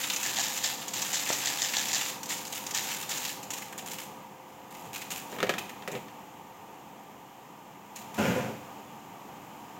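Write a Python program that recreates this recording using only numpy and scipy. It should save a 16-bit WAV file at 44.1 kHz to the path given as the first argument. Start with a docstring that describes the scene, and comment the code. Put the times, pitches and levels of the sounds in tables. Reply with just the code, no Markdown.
"""A small plastic seasoning sachet crinkles and snaps as it is shaken and crumpled over a wok.
Film buckles as random click showers and resonant facet noise; granules are denser, coloured clicks.
Wooden clacks are noise cracks on damped modes; a drawer then rolls, its grain noise scaled by its speed.
A gas flame of filtered noise and faint tones runs beneath, all heard in mono in a hard-walled kitchen."""
import sys
import numpy as np
from scipy import signal
from scipy.fft import rfft, irfft, next_fast_len
from scipy.io import wavfile
from scipy.ndimage import map_coordinates

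SR = 44100
rng = np.random.default_rng(int(sys.argv[2]) if len(sys.argv) > 2 else 0)


def file_out(sig):
    """Save sig as 16-bit WAV at sys.argv[1]."""
    # one column per channel
    cols = np.atleast_2d(sig).T
    # limit, then scale
    lim = np.clip(cols, -1, 1)
    pcm = np.round(lim * 32767).astype(np.int16)
    wavfile.write(sys.argv[1], SR, pcm)


N = 431738

RELAX_T60_S = 0.18  # release of the squeezed film and of the trickle of granules


def amp(db):
    """Logarithmic level: decibels become an amplitude ratio."""
    return 10 ** (np.asarray(db) / 20)


def unit(x):
    """Normalization: the signal is scaled to a root-mean-square value of 1."""
    return x / np.sqrt(np.mean(x ** 2) + 1e-20)


def along(points, hz):
    """Logarithmic pitch: (Hz, value) points are interpolated on a log-frequency axis."""
    point_hz, values = np.transpose(points)
    return np.interp(np.log(hz + 1), np.log(point_hz + 1), values)


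def wobble(rate):
    """Slow random modulation: a smooth curve through Gaussian knots, rate of them a second."""
    knots = rng.standard_normal(int(N * rate / SR) + 4)
    return map_coordinates(knots, [np.arange(N) * rate / SR])


def coloured(x, spectrum):
    """Minimum-phase filtering: folding the cepstrum makes a causal response of unit power gain."""
    size = 4096
    magnitude = unit(amp(along(spectrum, np.fft.rfftfreq(size, 1 / SR))))
    cepstrum = irfft(np.log(magnitude))
    cepstrum[1:size // 2] *= 2
    cepstrum[size // 2 + 1:] = 0
    response = irfft(np.exp(rfft(cepstrum)))
    return signal.fftconvolve(x, response)[:len(x)]


def grains(rate, spread_db):
    """Shot noise: random impulses of uneven size and either sign, rate of them a second, at rms 1."""
    present = rng.random(N) < rate / SR
    size = amp(spread_db * np.minimum(rng.standard_normal(N), 2))
    sign = rng.choice([-1, 1], N)
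    return unit(present * size * sign)


def add(track, s, sound):
    """Superposition: a sound is summed into the track from time s in seconds."""
    part = track[max(round(s * SR), 0):][:len(sound)]
    part += sound[:len(part)]


def ring(modes, t, scatter_db):
    """Modal vibration: damped sinusoids sum, with a random phase and strength at each strike."""
    total = np.zeros(len(t))
    for hz, db, t60 in modes:
        strength_db = db + scatter_db * rng.standard_normal()
        total += amp(strength_db - 60 * t / t60) * np.sin(2 * np.pi * hz * t + 2 * np.pi * rng.random())
    return total


def stroke(s, length, rise, t60):
    """Envelope of a gesture: exponential onset at s, a hold for length, then exponential decay."""
    t = np.arange(round((length + 1.5 * t60) * SR)) / SR
    envelope = np.zeros(N)
    onset = 1 - np.exp(-t / rise)
    release = amp(-60 * np.maximum(t - length, 0) / t60)
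    add(envelope, s, onset * release)
    return envelope


def crackle(rate, spread_db, t60, colour_db):
    """Crackling noise: abrupt random bursts, each with its own balance of bands, decay exponentially."""
    # Borders in Hz between the bands whose strength varies from click to click.
    band_edges = [1400, 2200, 3200, 4500, 6200, 8200]
    clicks = grains(rate, spread_db)
    at = np.flatnonzero(clicks)
    size = next_fast_len(N)
    noise = rfft(rng.standard_normal(size))
    band = np.searchsorted(band_edges, np.fft.rfftfreq(size, 1 / SR))
    energy_keep = amp(-120 / (t60 * SR))  # energy left after one sample
    sound = np.zeros(N)
    for k in range(len(band_edges) + 1):
        strengths = clicks[at] * amp(colour_db * rng.uniform(-1, 1, len(at)))
        deposits = np.bincount(at, strengths ** 2, N)
        energy = signal.lfilter([1], [1, -energy_keep], deposits)
        sound += np.sqrt(energy) * irfft(noise * (band == k), size)[:N]
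    return unit(sound)


def sachet():
    """Buckling instability: squeezed film gives showers of tiny clicks, and whole facets snap through."""
    # Squeezes and rubs of the fingers. Each row: start in seconds, length in seconds, relative level in dB.
    squeezes = [(0.0, .58, -38), (0.636, .09, -39), (0.81, 0.11, -49), (0.937, 1.16, -38.5),
                (2.287, 0.048, -38), (2.37, 0.037, -42.5), (2.45, 0.25, -49), (2.524, 0.055, -40),
                (2.742, 0.23, -39), (3.0, 0.03, -40), (3.102, .21, -39.5), (3.425, .005, -48),
                (3.513, 0.066, -44.5), (3.58, .1, -55), (3.782, .01, -48), (3.86, 0.077, -42.5),
                (3.986, 0.043, -46.5), (4.48, 0.076, -66), (4.705, 0.17, -55.5), (4.931, 0.052, -44),
                (5.01, .012, -45.5), (5.104, 0.02, -39.5), (5.158, 0.025, -40.5), (5.296, 0.055, -52.5),
                (7.956, 0.059, -50.5), (8.142, 0.031, -51.5)]
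    # Loudest buckles. Each row: time in seconds, relative level in dB, facet pitch in Hz (capped at SR / 3).
    snaps = [(0.038, -14, 3170), (0.1, -12, 3500), (0.134, -15, 6800), (0.162, -13.5, 6710),
             (0.2298, -13.5, 6950), (0.2538, -20, 1870), (0.5746, -16.5, 6800), (0.6404, -11, 4950),
             (0.6546, -18, 7090), (0.817, -23.5, 3100), (0.8818, -19, 7090), (0.9357, -17, 7160),
             (1.0193, -11.5, 6470), (1.1324, -19, 1880), (1.29, -12.5, 7440), (1.3275, -12, 6140),
             (1.417, -20, 2800), (1.4502, -22, 4920), (1.736, -14.5, 2390), (1.8846, -16.5, 6040),
             (1.953, -16.5, 3620), (2.0108, -13.5, 2600), (2.2314, -21, 6400), (2.2574, -23, 7050),
             (2.2933, -20, 6930), (2.377, -27, 6630), (2.4507, -26, 4700), (2.4692, -24, 6630),
             (2.5237, -22, 6940), (2.5583, -23.5, 6890), (2.6652, -19, 6000), (2.709, -18.5, 5950),
             (2.7477, -14, 6270), (3.092, -19, 7080), (3.1118, -21, 2820), (3.1732, -17.5, 6890),
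             (3.2494, -17, 3790), (3.4305, -27, 7100), (3.5045, -18.5, 7100), (3.535, -18.5, 7060),
             (3.578, -27, 6830), (3.621, -23, 2210), (3.7258, -26, 1760), (3.7787, -23.5, 7500),
             (3.79, -24, 2820), (3.8604, -31, 6860), (3.9137, -22.5, 7700), (3.9843, -25.5, 2720),
             (4.7485, -30.5, 2370), (4.9377, -30, 2670), (4.9588, -22.5, 2350), (5.0168, -23, 2190),
             (5.1056, -32, 7200), (5.1164, -24, 7800), (5.5835, -16, 2590), (5.694, -26, 2140),
             (5.8769, -23.5, 1870), (5.916, -26, 7100), (7.961, -26.5, 6900)]
    # Spectrum of the film. Each row: frequency in Hz, relative density in dB.
    film_spectrum = [(400, -35), (1000, -2), (1700, 1.5), (2700, 5), (4200, 0), (5800, -1), (7400, 3),
                     (10500, 3.5), (13500, 3), (16000, 2.5)]
    grip_s = 0.001
    bite_db, bite_t60_s = -4, 0.056  # extra strength at the start of a squeeze, against that squeeze
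    handling = np.zeros(N)
    for s, length, db in squeezes:
        hold = stroke(s, length, grip_s, RELAX_T60_S)
        bite = amp(bite_db) * stroke(s, 0, grip_s, bite_t60_s)
        handling = np.maximum(handling, amp(db) * (hold + bite))
    creases = crackle(rate=650, spread_db=3.5, t60=0.018, colour_db=4)
    film = amp(5.0) * handling * creases
    t = np.arange(SR // 8) / SR
    tick = 0.23 * amp(-60 * t / 0.0049)
    fold = np.exp(-(t / 0.012) ** 2)  # the fold runs across the facet
    shiver = amp(-7.5) * amp(-60 * t / 0.088)  # then the whole sheet settles
    burst = tick + fold + shiver
    facets = np.zeros(N)
    for s, db, hz in snaps:
        add(film, s, amp(db - 17) * burst * rng.standard_normal(len(t)))
        resonance = signal.iirpeak(min(hz, SR / 3), 3.5, SR)
        facet = signal.lfilter(*resonance, rng.standard_normal(len(t)))
        add(facets, s, amp(db - 19.5) * burst * unit(facet))
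    return coloured(film, film_spectrum) + facets


def seasoning():
    """Granular impact: many small collisions rattle in doses; a tap adds a pulse and packet modes."""
    # Shakes of the sachet. Each row: time of the dose's peak in seconds, relative level in dB.
    shakes = [(0.26, -31), (0.39, -26), (0.465, -34.5), (0.648, -31), (0.965, -33), (1.144, -27),
              (1.305, -29), (1.47, -27), (1.62, -25.5), (1.773, -26.5), (1.94, -27), (2.06, -35.5),
              (2.315, -32), (2.56, -46), (2.762, -27.5), (2.905, -36), (3.115, -33), (3.27, -36.5)]
    # Spectrum of the granules. Each row: frequency in Hz, relative density in dB.
    granule_spectrum = [(400, -21.5), (800, 0), (1350, -22), (1750, 3.5), (2300, -7.5), (3400, 0.5),
                        (4500, -1), (6200, -1), (7500, 1), (8800, -10), (16000, -13.5)]
    # A finger taps the sachet: time in seconds, relative level in dB.
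    tap = (1.303, -19.5)
    # Modes of the half-full sachet. Each row: frequency in Hz, relative level in dB, t60 in seconds.
    packet_modes = [(178, -6, 0.046), (1350, 3, 0.037)]
    rise_s, fall_s = 0.017, 0.04  # time constants of a dose
    # a thin trickle goes on for two seconds while the sachet is tipped
    flow = amp(-46.5) * stroke(0.0, 2, rise_s, RELAX_T60_S)
    lag = np.arange(-SR // 8, SR // 3) / SR
    dose = np.exp(np.minimum(lag / rise_s, -lag / fall_s))
    for s, db in shakes:
        add(flow, s + lag[0], amp(db) * dose)
    patter = crackle(rate=700, spread_db=4, t60=0.011, colour_db=7)
    pour = amp(-2.5) * flow * coloured(patter, granule_spectrum)
    s, db = tap
    t = np.arange(SR // 10) / SR
    u = t / 0.00073
    pulse = (1 - u) * np.exp(-u)
    rustle = amp(-4) * amp(-60 * t / 0.018) * rng.standard_normal(len(t))
    dull_band = signal.butter(2, [210, 1700], "band", fs=SR, output="sos")
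    add(pour, s, amp(db + 8.0) * signal.sosfilt(dull_band, pulse + rustle))
    add(pour, s, amp(db - 16) * ring(packet_modes, t, scatter_db=0.5))
    return pour


def knocks():
    """Impact and friction: each contact cracks, excites wood and hollow modes, and ends in a rub."""
    # Wooden contacts. Each row: time in seconds, relative clack level in dB, relative hollow-body level in dB.
    contacts = [(5.3256, -30, -42), (5.3639, -33, -43), (5.3861, -24, -55), (5.4037, -20.5, -60),
                (5.429, -13, -26), (5.468, -25, -42), (5.4934, -10, -29), (5.5387, -21, -37),
                (5.5818, -24, -54), (5.8226, -30.5, -64), (5.8767, -24.5, -33.5), (5.9515, -25.5, -32.5),
                (6.084, -34.5, -62)]
    # Slides of the wood. Each row: start in seconds, length in seconds, relative level in dB.
    slides = [(5.32, 0.072, -45.5), (5.897, 0.079, -41)]
    # Modes of the wood, then of the hollow. 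Each row: frequency in Hz, relative level in dB, t60 in seconds.
    wood_modes = [(1278, 0, 0.07), (1450, -8, 0.035), (1680, -1, 0.073), (1856, 2, 0.062), (2280, -19, .06),
                  (2300, -7, 0.1), (2840, -7, 0.05), (3170, -5, 0.049), (3680, -7, 0.072)]
    hollow_modes = [(125, -19, .12), (190, -6, 0.15), (385, -4, 0.11), (419, 1, 0.07), (503, 2.5, 0.086),
                    (573, -5, 0.081), (653, -7, 0.087), (733, -12, 0.21)]
    # Spectra of the crack, then of the rub. Each row: frequency in Hz, relative density in dB.
    clack_spectrum = [(100, -36), (300, -4), (700, 1), (1300, 4), (3400, 0.5), (4200, -5.5), (7000, -11.5),
                      (16000, -13.5)]
    rub_spectrum = [(50, -55), (85, -20), (120, -3), (180, 0.5), (290, -7), (420, -1), (750, -13),
                    (1200, -25), (2400, -12), (5000, -33.5), (16000, -25)]
    rub_db, rub_t60_s = -24, 0.21  # the rub after a contact, against the table's clack level
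    t = np.arange(SR // 3) / SR
    cracks, wood, friction = np.zeros(N), np.zeros(N), np.zeros(N)
    for s, length, db in slides:
        friction += amp(db) * stroke(s, length, rise=0.015, t60=0.17)
    crack = amp(-60 * t / 0.0067) + amp(-3.5) * amp(-60 * t / 0.091)
    hollow_onset = 1 - np.exp(-t / 0.0032)
    for s, db, body_db in contacts:
        add(cracks, s, amp(db - 11) * crack * rng.standard_normal(len(t)))
        add(wood, s, amp(db - 18) * ring(wood_modes, t, scatter_db=0))
        add(wood, s, amp(body_db + 1) * ring(hollow_modes, t, scatter_db=1.5) * hollow_onset)
        add(friction, s, amp(db + rub_db - 60 * t / rub_t60_s))
    rubbing = friction * coloured(grains(rate=1200, spread_db=4.5), rub_spectrum)
    return coloured(cracks, clack_spectrum) + wood + rubbing


def drawer():
    """Rolling contact: small bumps rumble and scrape with speed, and jolts ring the panels and rails."""
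    # Motion of the drawer. Each row: time in seconds, speed from 0 to 1.
    motion = [(8.177, 0.1), (8.187, 1), (8.28, 0.88), (8.61, 0.01)]
    # Jolts on the way. Each row: time in seconds, relative level in dB, ringing panel's pitch in Hz.
    jolts = [(8.181, -21, 212), (8.248, -20.5, 540.6), (8.281, -23, 179), (8.358, -22, 508),
             (8.381, -30, 196), (8.478, -35, 500)]
    # Modes of the rails. Each row: frequency in Hz, relative level in dB, t60 in seconds.
    rail_modes = [(729, 3, 0.22), (1002, 3, 0.27), (1435, 3, .2), (2345, -5, 0.27)]
    # Spectra of the box, then of the runners. Each row: frequency in Hz, relative density in dB.
    box_spectrum = [(30, -58), (55, -38), (76, -23), (94, 1), (120, 2.5), (145, -5.5), (195, 1), (270, 0),
                    (320, -8), (395, -3), (450, -4), (520, -3), (640, -6.5), (740, -7), (1000, -15),
                    (1400, -36)]
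    runner_spectrum = [(600, -8), (1200, 1), (1450, 5.5), (2000, 1), (2450, 2.5), (3200, -2.5),
                       (3900, -11.5), (7200, -11.5), (16000, -13)]
    speed = np.interp(np.arange(N) / SR, *np.transpose(motion), left=0, right=0)
    rumble = amp(-29.5) * speed
    scrape = amp(-33) * speed ** 1.52  # as the drawer slows, the scrape dies before the rumble
    scrape += amp(-46) * stroke(8.145, 0.028, rise=0.008, t60=0.046)  # a creak as the hand takes hold
    box = rumble * coloured(grains(rate=1500, spread_db=3.5), box_spectrum)
    rails = scrape * coloured(grains(rate=4000, spread_db=2.5), runner_spectrum)
    t = np.arange(SR // 3) / SR
    swell = (1 - np.exp(-t / 0.01)) * np.exp(-(t / 0.036) ** 2)
    for s, db, hz in jolts:
        panel = amp(-1.5) * swell * np.sin(2 * np.pi * hz * t)
        rail = amp(-21.5) * ring(rail_modes, t, scatter_db=1)
        add(box, s, amp(db) * (panel + rail))
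    return box + rails


def burner():
    """Turbulent combustion: broadband roar and gas-jet hiss fluctuate slowly beside faint steady tones."""
    # Level of the burner. Each row: time in seconds, relative level in dB.
    flame = [(0.0, -47.5), (1.0, -46.5), (3.9, -47), (4.4, -51), (5.3, -46), (6.5, -50.5), (7.8, -51.5),
             (8.3, -44.5), (9.0, -49), (9.79, -48)]
    # Spectra of the roar, then of the gas jet. Each row: frequency in Hz, relative density in dB.
    roar_spectrum = [(25, -67), (47, -43), (58, -11), (75, -16.5), (120, -3.5), (200, 0), (300, -3.5),
                     (410, -4), (620, -7.5), (760, 1), (950, 3), (1060, -6.5), (1220, -3), (1400, -26),
                     (2500, -33)]
    jet_spectrum = [(700, -20), (1400, 1), (3000, 0.5), (3800, -8.5), (4900, -11.5), (7100, -8),
                    (10500, -7.5), (16000, -3.5)]
    # Tones under the flame. Each row: frequency in Hz, mean level in dB against the burner level.
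    hum_tones = [(209, -12), (290.7, -10.5), (5093, -29)]
    # A thin tone by the stove that fades away. Each row: time in seconds, level in dB.
    whine_level = [(0, -52.5), (3.8, -54.5), (9.79, -69)]
    whine_hz = 519.6
    t = np.arange(N) / SR
    level = amp(np.interp(t, *np.transpose(flame)))
    roar = amp(1.5 + 0.83 * wobble(9.8)) * coloured(rng.standard_normal(N), roar_spectrum)
    jet = amp(-3.5 + 0.22 * wobble(3.1)) * coloured(rng.standard_normal(N), jet_spectrum)
    hum = np.zeros(N)
    for hz, db in hum_tones:
        hum += amp(db + 1.7 * wobble(2.6)) * np.sin(2 * np.pi * hz * t + 0.5 * wobble(4))
    whine = np.sin(2 * np.pi * whine_hz * t + 0.53 * wobble(3.8))
    whine *= amp(np.interp(t, *np.transpose(whine_level)))
    return level * (roar + jet + hum) + whine


def kitchen(x):
    """Diffuse reverberation: convolution with noise whose decay time depends on frequency."""
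    # Reverberation of the room. Each row: frequency in Hz, t60 in seconds.
    decay = [(150, 0.74), (1000, 0.49), (4000, 0.69), (8000, 0.58), (15000, 0.66)]
    hz, t, z = signal.stft(rng.standard_normal(SR * 2 // 3), SR, nperseg=256)
    fading = amp(-60 * t / along(decay, hz)[:, None])
    tail = signal.istft(z * fading, SR, nperseg=256)[1]
    tail = np.pad(tail, (round(0.008 * SR), 0))  # 8 ms before the tail begins
    return signal.fftconvolve(x, tail / np.linalg.norm(tail))[:N]


def scene():
    """Superposition: direct sounds, their shares of the room's reverberation and the dry burner sum in mono."""
    near, wood, roll = sachet() + seasoning(), knocks(), drawer()
    room = kitchen(amp(-6.0) * near + amp(-10.5) * wood + amp(-8.0) * roll)
    mono = near + wood + roll + room + burner()
    return np.array([mono, mono])


def record(dry):
    """Transduction: a microphone port colours the sound, its treble power is limited, its band is cut off."""
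    # Response of the port, with little bass. Each row: frequency in Hz, gain in dB.
    port = [(25, -19), (42, -16), (57, 0.5), (3200, 0), (4500, -0.5), (5600, 0.5), (7100, 3.5),
            (7700, -1.5), (8200, -5.5), (10500, -8.5), (13300, -3), (16000, -7.5)]
    split_hz, top_hz = 8200, 15950  # lower edge of the limited treble, upper edge of the band
    ceiling_db, average_s = -39, 0.0019  # soft power ceiling and averaging time of the limiter
    size = next_fast_len(N + SR // 2)
    hz = np.fft.rfftfreq(size, 1 / SR)
    heard = rfft(dry, size) * amp(along(port, hz))
    treble = irfft(heard * (hz > split_hz), size)
    keep = np.exp(-1 / (average_s * SR))
    power = signal.lfilter([1 - keep], [1, -keep], treble[0] ** 2)
    gain = np.sqrt(1 / np.hypot(1, power / amp(ceiling_db) ** 2))
    limited = heard + rfft(treble * (gain - 1))
    return irfft(limited * (hz < top_hz), size)[:, :N]


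dry = scene()
out = record(dry)
file_out(out)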